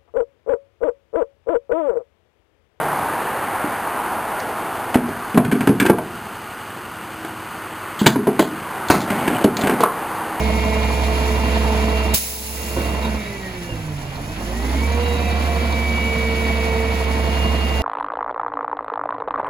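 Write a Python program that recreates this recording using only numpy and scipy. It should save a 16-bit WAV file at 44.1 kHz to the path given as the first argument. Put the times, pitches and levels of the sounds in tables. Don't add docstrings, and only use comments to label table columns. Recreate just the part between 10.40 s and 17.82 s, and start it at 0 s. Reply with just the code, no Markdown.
import sys
import numpy as np
from scipy import signal
from scipy.fft import rfft, irfft
from scipy.io import wavfile
from scipy.ndimage import uniform_filter1d, minimum_filter1d

SR = 44100
rng = np.random.default_rng(int(sys.argv[2]) if len(sys.argv) > 2 else 0)


def put_to_file(sound):
    columns = np.atleast_2d(sound).T
    safe = np.clip(columns, -1, 1)
    whole_steps = np.round(safe * 32767)
    wavfile.write(sys.argv[1], SR, whole_steps.astype(np.int16))


N = 327222
T = np.arange(N) / SR
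HZ = np.fft.rfftfreq(N, 1 / SR)


def diesel(crank, drive):
    # frequency in Hz, relative level in dB.
    rumble_colour = [(25, -45), (45, -8), (70, -3), (110, -5), (180, -2), (245, 1.5), (310, -5), (400, -9),
                     (500, -7.5), (580, -7), (670, -4.5), (770, -7.5), (980, -6.5), (1350, -15.5),
                     (2000, -31), (4000, -59)]
    clatter_colour = [(700, -37), (1300, 2.5), (1650, 2.5), (2000, 5), (2200, 4), (2290, 2), (2400, 3),
                      (2700, -0.5), (3100, 2.5), (3800, -4.5), (4500, -2.5), (5500, -17), (8000, -31)]
    hiss_colour = [(3000, -27), (5200, 2.5), (7200, 2), (8600, -3.5), (10500, 2), (12200, -3), (13500, -2),
                   (15300, -6.5), (16500, -4.5)]
    chug_db = 1.15 * np.cos(np.pi * crank)
    gain = amp(level("rumble", drive) + chug_db + drift(32))
    rumble = gain * combustion(crank, rumble_colour, depth=0.18, locked=0.77, spread_db=1.4)
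    gain = amp(level("clatter", drive) + 1.16 * drift(17))
    clatter = gain * combustion(crank, clatter_colour, depth=0.026, locked=0.29, spread_db=0.1)
    gain = amp(level("hiss", drive) + 1.17 * drift(15))
    hiss = gain * combustion(crank, hiss_colour, depth=0.12, locked=0.5, spread_db=-0.6)
    return rumble + clatter + hiss


def combustion(crank, colour, depth, locked, spread_db):
    firing = 3 * crank
    strength = evened(np.array([3.4, 6.0, 1.3, 3.2, 6.3, 0.8]))
    cylinder = amp(spread_db * np.interp(firing, np.arange(6), strength, period=6))
    pulse = evened(np.exp(-(firing % 1) / 0.83))
    gate = cylinder * (1 + depth * (pulse - 1))
    cycle = rng.standard_normal(4096)
    repeat = evened(np.interp(crank / 2 % 1 * len(cycle), np.arange(len(cycle)), cycle))
    direct, scattered = rng.standard_normal((2, N))
    return radiate(gate * (direct + locked * repeat), gate * scattered, colour)


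def exhaust(crank, drive, pipe_hz=243, half_width_hz=22, boost_db=4):
    # their multiples of the crank speed, and their relative levels in dB.
    orders = [4.5, 5, 6, 8, 9, 10, 11, 12, 13.5, 14, 15.5, 21.5, 22.5, 24, 28.5, 29.5, 31, 39, 45, 58]
    orders_db = [-18, -11, -30, -14, -18.5, -13.5, -17.5, -28, -21, -15, -13, -12, -13, -23, -16.5, -16,
                 -14.5, -10, -16, -19.5]
    boom = amp(level("boom", drive)) * tone(3 * crank, flutter=0.068, rate_hz=13)
    lines = sum(amp(db) * tone(k * crank, flutter=0.83, rate_hz=2.54) for k, db in zip(orders, orders_db))
    stack = amp(boost_db / (1 + ((HZ - pipe_hz) / half_width_hz) ** 2))
    return boom + amp(level("engine lines", drive)) * irfft(rfft(lines) * stack, N)


def growl(crank, drive):
    return sum(amp(level(part, drive)) * tone(order * crank, flutter=0.63, rate_hz=86)
               for part, order in (("low growl", 6), ("high growl", 12)))


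def throb(crank, drive, sharpness=8.6):
    # place in the cycle 0-1, frequency in Hz, width in Hz, relative dB.
    block_modes = [(0.19, 660, 90, -2.5), (0.71, 940, 360, 0.5), (0.02, 930, 300, -2)]
    out = np.zeros(N)
    for place, hz, width_hz, db in block_modes:
        pulse = evened(np.exp(sharpness * np.cos(2 * np.pi * (crank / 2 - place))))
        out += amp(db) * ringing(hz, width_hz) * pulse
    return amp(level("throb", drive)) * out


def tappet(crank, place=0.94, ring_hz=4350, width_hz=60, spread_db=3, scatter=0.005):
    # time in seconds, level in dB.
    tick_levels = [(0, -55), (3.5, -60), (5.3, -54), (5.9, -52.5), (6.45, -57), (6.85, -49.5), (7.42, -50)]
    out, t = np.zeros(N), np.arange(SR // 10) / SR
    for s in T[1:][np.diff(np.floor(crank / 2 - place)) > 0]:
        strength, detune = rng.standard_normal(2)
        ring = np.sin(2 * np.pi * ring_hz * (1 + scatter * detune) * t)
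        add(out, s, amp(spread_db * strength) * np.exp(-np.pi * width_hz * t) * ring)
    return amp(curve(tick_levels)) * evened(out)


def speed(inertia_s=0.09):
    # time in seconds, ripple in Hz.
    ripple_rates = [(0, 217), (1.65, 217.1), (2.3, 218), (2.75, 216.6), (3.02, 191), (3.15, 181.3),
                    (3.4, 158.7), (3.66, 138.5), (3.84, 144.5), (4, 163), (4.45, 228), (4.62, 240.3),
                    (5, 233.4), (5.5, 227), (6.65, 223.8), (7.42, 220.2)]
    return uniform_filter1d(curve(ripple_rates), int(inertia_s * SR), mode="nearest")


def shaft(stumble=0.005):
    hz = speed()
    sag = np.clip((hz[0] - hz) / 30, 0, 1)
    return np.cumsum(hz * (1 + stumble * sag * drift(25))) / SR


def controls(full_hz_per_s=137):
    # time in seconds, combustion in dB.
    fuel = [(0, -1.5), (1.3, 0), (2.45, -3.5), (2.77, -5), (2.8, -13.5), (3.45, -9), (3.68, -2.5),
            (4.05, -1.5), (4.27, -1), (4.7, -5), (5.15, -3), (5.65, -4.5), (6.65, -3), (6.9, -1.5),
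            (7.42, -1)]
    # time in seconds, pressure 0-1.
    oil_pressure = [(0, 0.86), (1.65, 0.89), (2.45, 0.49), (2.7, 0.2), (2.85, 0.16), (4.4, 0.03),
                    (5.2, 0.31), (6.4, 0.46), (7.42, 0.33)]
    hz = speed()
    acceleration = np.minimum(abs(np.gradient(hz)) * SR / full_hz_per_s, 1)
    return np.array([np.log2(hz / hz[0]), curve(fuel), curve(oil_pressure), acceleration])


def level(part, drive):
    part_levels = { "boom": (-20, 30, 1.21, 0.5, 2), "rumble": (-27, 11.5, 0.5, 0.5, -2.5),
                   "engine lines": (-32.5, 25, .5, 6, -0.5), "clatter": (-36, 11, 0.36, 2.5, -0.5),
                   "hiss": (-43.5, 7.5, 0.26, 4, 3), "throb": (-43, 1, 2, 7, -5), "fan": (-46, 6, 1, 8, 0),
                   "housing": (-53.5, 15, -0.78, 10, -1), "low growl": (-46, -18, -0.2, -21, 5.5),
                   "high growl": (-52, 21, 1.5, 1, 27), }
    base_db, *shares = part_levels[part]
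    return base_db + sum(share * control for share, control in zip(shares, drive))


def pump(turns, drive, stop_s=2.635, surge_db=12.5, rise_s=0.017, decay_s=0.1):
    # base dB, dB per octave of speed, dB at full pressure, flutter depth, flutter rate in Hz.
    harmonics = [(-43, -5.5, 10.5, 0.43, 1.9), (-41.5, 11, 12.5, 0.23, 3), (-58, 8, 22.5, 0.8, 2.3)]
    # frequency in Hz, width in Hz, gain in dB.
    panels = [(151, 17, 9.5), (216, 9.8, 4), (235.8, 16.6, 7.5), (305, 14, 6), (358, 25, 3.5), (449, 6, 8),
              (477, 9.5, 10), (707.2, 33, 21)]
    hz = speed()
    octaves, _, pressure, _ = drive
    t = np.maximum(T - stop_s, 0)
    stop_db = surge_db * np.minimum(t / rise_s, 1) * np.exp(-t / decay_s)
    out = np.zeros(N)
    for k, (db, octave_db, pressure_db, flutter, rate_hz) in enumerate(harmonics, 1):
        load_db = octave_db * octaves + pressure_db * pressure
        peak_db = resonance_db(k * hz, panels) + swell_db(k) + stop_db * (k == 1)
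        out += amp(db + load_db + peak_db) * tone(k * turns, flutter, rate_hz)
    return out


def whines(turns, drive, fan_ratio=4.217, sweep_loss=0.58, waver_db=0.55):
    ratios = [8.435, 9.04, 10.038, 11.038, 11.64, 12.648, 16.2, 16.7, 17.18, 20]
    # base dB, then dB added per octave of speed, at full pressure and at full acceleration.
    whine_levels = [(-48, 10, -14.5, -5), (-53, 20, 1.5, 0), (-50.5, 16, -0.5, 6.5), (-56.5, 20, 9, 1),
                    (-59, 11, -2, -1), (-55.5, 19, 6, -4), (-61, 24, -2, -4), (-63, 3, 1, 9.5),
                    (-62, 10, -2, -14), (-72, -8, 0, 3)]
    # frequency in Hz, width in Hz, gain in dB.
    gear_case = [(1893, 52, 12), (1986, 30, 12), (2275.5, 73, 20.5), (2358, 37, 8.5), (2422, 27, 0),
                 (2570, 570, 4), (2784, 62, 19), (3900, 88, 10)]
    hz = speed()
    octaves, _, pressure, acceleration = drive
    build_up = 1 - sweep_loss * acceleration
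    flutter = 0.08 + 0.4 * acceleration
    out = amp(level("fan", drive)) * tone(fan_ratio * turns, flutter=0.29, rate_hz=2.4)
    for ratio, (db, octave_db, pressure_db, acceleration_db) in zip(ratios, whine_levels):
        load_db = octave_db * octaves + pressure_db * pressure + acceleration_db * acceleration
        case_db = resonance_db(ratio * hz, gear_case) * build_up
        gain = amp(db + load_db + case_db + swell_db(ratio) + waver_db * drift(15))
        out += gain * tone(ratio * turns, flutter, rate_hz=29)
    return out


def swell_db(ratio):
    ratios = [10.038, 11.038, 12.648, 12.648, 10.038, 1, 16.7, 16.7, 20, 2, 3, 10.038, 10.038, 16.2, 11.038,
              3, 2, 12.648, 12.648, 11.64, 12.648]
    # middle in seconds, half length in seconds, change in dB.
    swells = [(0.199, 0.48, 12.5), (.5, 0.49, 6), (1.62, 0.12, 5), (2.46, 0.42, 3.5), (3.04, 0.048, 5),
              (3.32, .09, -3), (3.32, 0.054, 9.5), (3.92, 0.092, 5), (3.92, .12, 12), (4, .11, 12.5),
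              (4.11, 0.057, 25.5), (4.22, 0.037, 5), (4.7, 0.06, -16), (4.79, 0.15, 12),
              (4.86, 0.099, 10.5), (5.13, 0.16, 8.5), (5.5, 0.16, -6), (5.62, 0.12, 11), (5.9, .22, 5),
              (6.25, 0.54, 11), (7.02, 0.15, 7)]
    return sum(db * np.exp(-((T - s) / half_s) ** 2)
               for line, (s, half_s, db) in zip(ratios, swells) if line == ratio)


def housing(drive, rattle_db=2.5):
    # frequency in Hz, width in Hz, relative level in dB.
    modes = [(1990, 180, -2), (2290, 91, 0.5), (2725, 73, -3.5), (3850, 24, -9)]
    ring = sum(amp(db) * ringing(hz, width_hz) for hz, width_hz, db in modes)
    return amp(level("housing", drive) + rattle_db * drift(32)) * ring


def purge(start_s=1.736, valve_s=0.014, empty_s=1.15, burst_s=0.034, half_burst_s=0.02, dull_hz=11000):
    # frequency in Hz, relative level in dB.
    jet_colour = [(100, -26), (700, -8), (1400, -12), (2300, -2.5), (3300, -4), (4300, -2.5), (5600, -2.5),
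                  (7200, -0.5), (8800, 0), (11300, 1.5), (13300, -1), (15400, 1.5), (16500, 6.5)]
    t = np.maximum(T - start_s, 0)
    valve = np.minimum(t / valve_s, 1)
    pressure = np.maximum(1 - t / empty_s, 0)
    burst = amp(-9.5) * np.exp(-((t - burst_s) / half_burst_s) ** 2)
    bleed = amp(-3.5) * pressure ** 3.28
    bright = radiate(*rng.standard_normal((2, N)), jet_colour)
    dull = signal.lfilter(*signal.butter(1, dull_hz, fs=SR), bright)
    jet = pressure * bright + (1 - pressure) * dull
    return jet * valve * (burst + bleed) * amp(0.5 * drift(40))


def dumpster(crack=0.17, crack_s=0.002, attack_s=0.00071):
    # start in seconds, peak level in dB, treble tilt in dB per octave.
    knocks = [(2.365, -11, -2.5), (2.416, -18, -4), (2.453, -32, -5), (2.642, -24, 4), (2.675, -27, 5),
              (2.735, -28, -2), (2.9, -25, -11), (3.291, -23.5, -3), (3.322, -20, -14), (3.345, -24.5, -9),
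              (5.208, -34, -9), (7.145, -22, 0)]
    # frequency in Hz, relative level in dB, seconds to fall 60 dB.
    wall_modes = [(64.4, -19, 0.26), (108, -2, 0.16), (263, 5, 0.14), (309, -4.5, .7), (348.6, 5.5, 0.19),
                  (503, 3.5, 0.22), (551, 3.5, 0.17), (669, -4, 0.25), (936, 2, 0.16), (1073, -2, .15),
                  (1490, -4, 0.36), (2620, -15, 0.11)]
    out, t = np.zeros(N), np.arange(SR // 2) / SR
    for s, db, tilt_db in knocks:
        ring = sum(struck(t, hz, mode_db + tilt_db * np.log2(hz / 500), t60)
                   for hz, mode_db, t60 in wall_modes)
        snap = signal.lfilter([1], [1, -0.7], rng.standard_normal(len(t)))
        knock = (ring + crack * snap * np.exp(-t / crack_s)) * (1 - np.exp(-t / attack_s))
        add(out, s, amp(db) * knock / abs(knock).max())
    return out


def linkage(crack=0.71, crack_s=0.0057):
    # start in seconds, peak level in dB, ring frequency in Hz.
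    clanks = [(2.426, -26, 4200), (2.629, -24, 3790), (2.649, -18.5, 3782), (3.755, -28, 4180),
              (4.52, -23, 6630), (4.913, -26, 3800), (5.325, -16.5, 3830), (6.076, -24, 3250)]
    # multiple of the ring frequency, relative level in dB, seconds to fall 60 dB.
    link_modes = [(0.259, 5, 0.088), (.62, -2, 0.08), (.895, -10, 0.14), (1, -3, 0.12), (1.06, -7, .06),
                  (1.15, -14, 0.046)]
    out, t = np.zeros(N), np.arange(SR // 4) / SR
    for s, db, ring_hz in clanks:
        ring = sum(struck(t, ratio * ring_hz, mode_db, t60) for ratio, mode_db, t60 in link_modes)
        snap = signal.lfilter([1], [1, -0.5], rng.standard_normal(len(t)))
        clank = ring + crack * snap * np.exp(-t / crack_s)
        add(out, s, amp(db) * clank / abs(clank).max())
    return out


def tumble(start_s=2.365, rise_s=0.0083, decay_s=0.31, gain_db=-36, lumps_db=2.5):
    # frequency in Hz, width in Hz, relative level in dB.
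    hopper_modes = [(174, 110, 1), (350, 140, -1.5), (800, 330, -17)]
    t = np.maximum(T - start_s, 0)
    envelope = np.minimum(t / rise_s, 1) * np.exp(-t / decay_s)
    drum = sum(amp(db) * ringing(hz, width_hz) for hz, width_hz, db in hopper_modes)
    return amp(gain_db + lumps_db * drift(30)) * envelope * drum


def radiate(direct, scattered, colour):
    # frequency in Hz, likeness of left and right 0-1.
    likeness = [(60, 0.78), (240, 0.88), (500, 0.45), (1100, 0.083), (1900, 0.043), (3300, 0.68),
                (4400, 0.41), (5500, 0.15), (7200, 0.65), (8500, 1), (15000, 1)]
    same = np.clip(spectrum(likeness), 0, 1)
    mid = rfft(direct) * np.sqrt(1 + same)
    side = rfft(scattered) * np.sqrt(1 - same)
    gain = amp(spectrum(colour))
    pair = microphone((mid + side) * gain, (mid - side) * gain)
    return pair / pair.mean(0).std()


def microphone(left, right):
    # frequency in Hz, left over right in dB.
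    lean = [(60, -5), (150, -3.5), (300, 0), (480, -5.5), (700, -2), (950, -2.5), (1900, 0), (4000, -2.5),
            (5700, -7.5), (7000, -0.5), (15000, 1)]
    # frequency in Hz, lead of the left port in radians.
    lead = [(300, 0), (900, -.9), (1550, -1.8), (2300, 0), (2700, 1.2), (3100, 3.1), (3900, 6.3),
            (5000, 6.3), (5400, 3.6), (6000, 3.5), (6400, .3), (8600, -3.1), (11000, -6.3), (13400, -9.4),
            (15600, -12.6)]
    port = amp(spectrum(lean) / 2) * np.exp(0.5j * spectrum(lead))
    return irfft(np.array([left * port, right / port]), N)


def tone(turns, flutter, rate_hz):
    wobble = 1 + flutter * (drift(rate_hz) + 1j * drift(rate_hz))
    return evened((wobble * np.exp(2j * np.pi * turns)).real)


def struck(t, hz, db, t60):
    return amp(db - 60 * t / t60) * np.sin(2 * np.pi * (hz * t + rng.random()))


def ringing(ring_hz, width_hz):
    return evened(irfft(rfft(rng.standard_normal(N)) / (1 + (2 * (HZ - ring_hz) / width_hz) ** 2), N))


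def resonance_db(hz, peaks):
    return sum(db / (1 + (2 * (hz - centre) / width) ** 2) for centre, width, db in peaks)


def drift(rate_hz):
    return ringing(0, 2 * rate_hz)


def curve(rows):
    return np.interp(T, *np.transpose(rows))


def spectrum(points):
    hz, value = np.transpose(points)
    return np.interp(np.log(HZ + 1), np.log(hz + 1), value)


def amp(db):
    return 10 ** (np.asarray(db) / 20)


def evened(x):
    return x / np.sqrt(np.mean(x ** 2) + 1e-20)


def add(mix, s, sound):
    part = mix[round(s * SR):][:len(sound)]
    part += sound[:len(part)]


def scene(ripples_per_turn=9.662):
    turns, drive = shaft(), controls()
    crank = turns / ripples_per_turn
    engine = exhaust(crank, drive) + growl(crank, drive) + throb(crank, drive) + tappet(crank)
    hydraulics = pump(turns, drive) + whines(turns, drive) + housing(drive)
    direct = rfft(engine + hydraulics + dumpster() + tumble() + linkage())
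    return microphone(direct, direct) + diesel(crank, drive) + purge()


def gain_control(x, threshold_db=-15, hold_s=0.21, recover_db_per_s=33, attack_s=0.0017):
    power = signal.lfilter(*signal.butter(1, 18, fs=SR), (x ** 2).mean(0))
    over_db = np.maximum(10 * np.log10(abs(power) + 1e-12) - threshold_db, 0)
    half = int(hold_s * SR / 2)
    held_db = -minimum_filter1d(-over_db, 2 * half + 1, origin=half)
    cut_db = np.maximum.accumulate(held_db + recover_db_per_s * T) - recover_db_per_s * T
    pole = np.exp(-1 / (attack_s * SR))
    return x / amp(signal.lfilter([1 - pole], [1, -pole], cut_db))


def record(dry, edge_hz=15900):
    low_pass = signal.firwin(511, edge_hz, window=("kaiser", 9), fs=SR)
    return signal.oaconvolve(gain_control(dry), low_pass[None], "same")


dry = scene()
out = record(dry)
put_to_file(out)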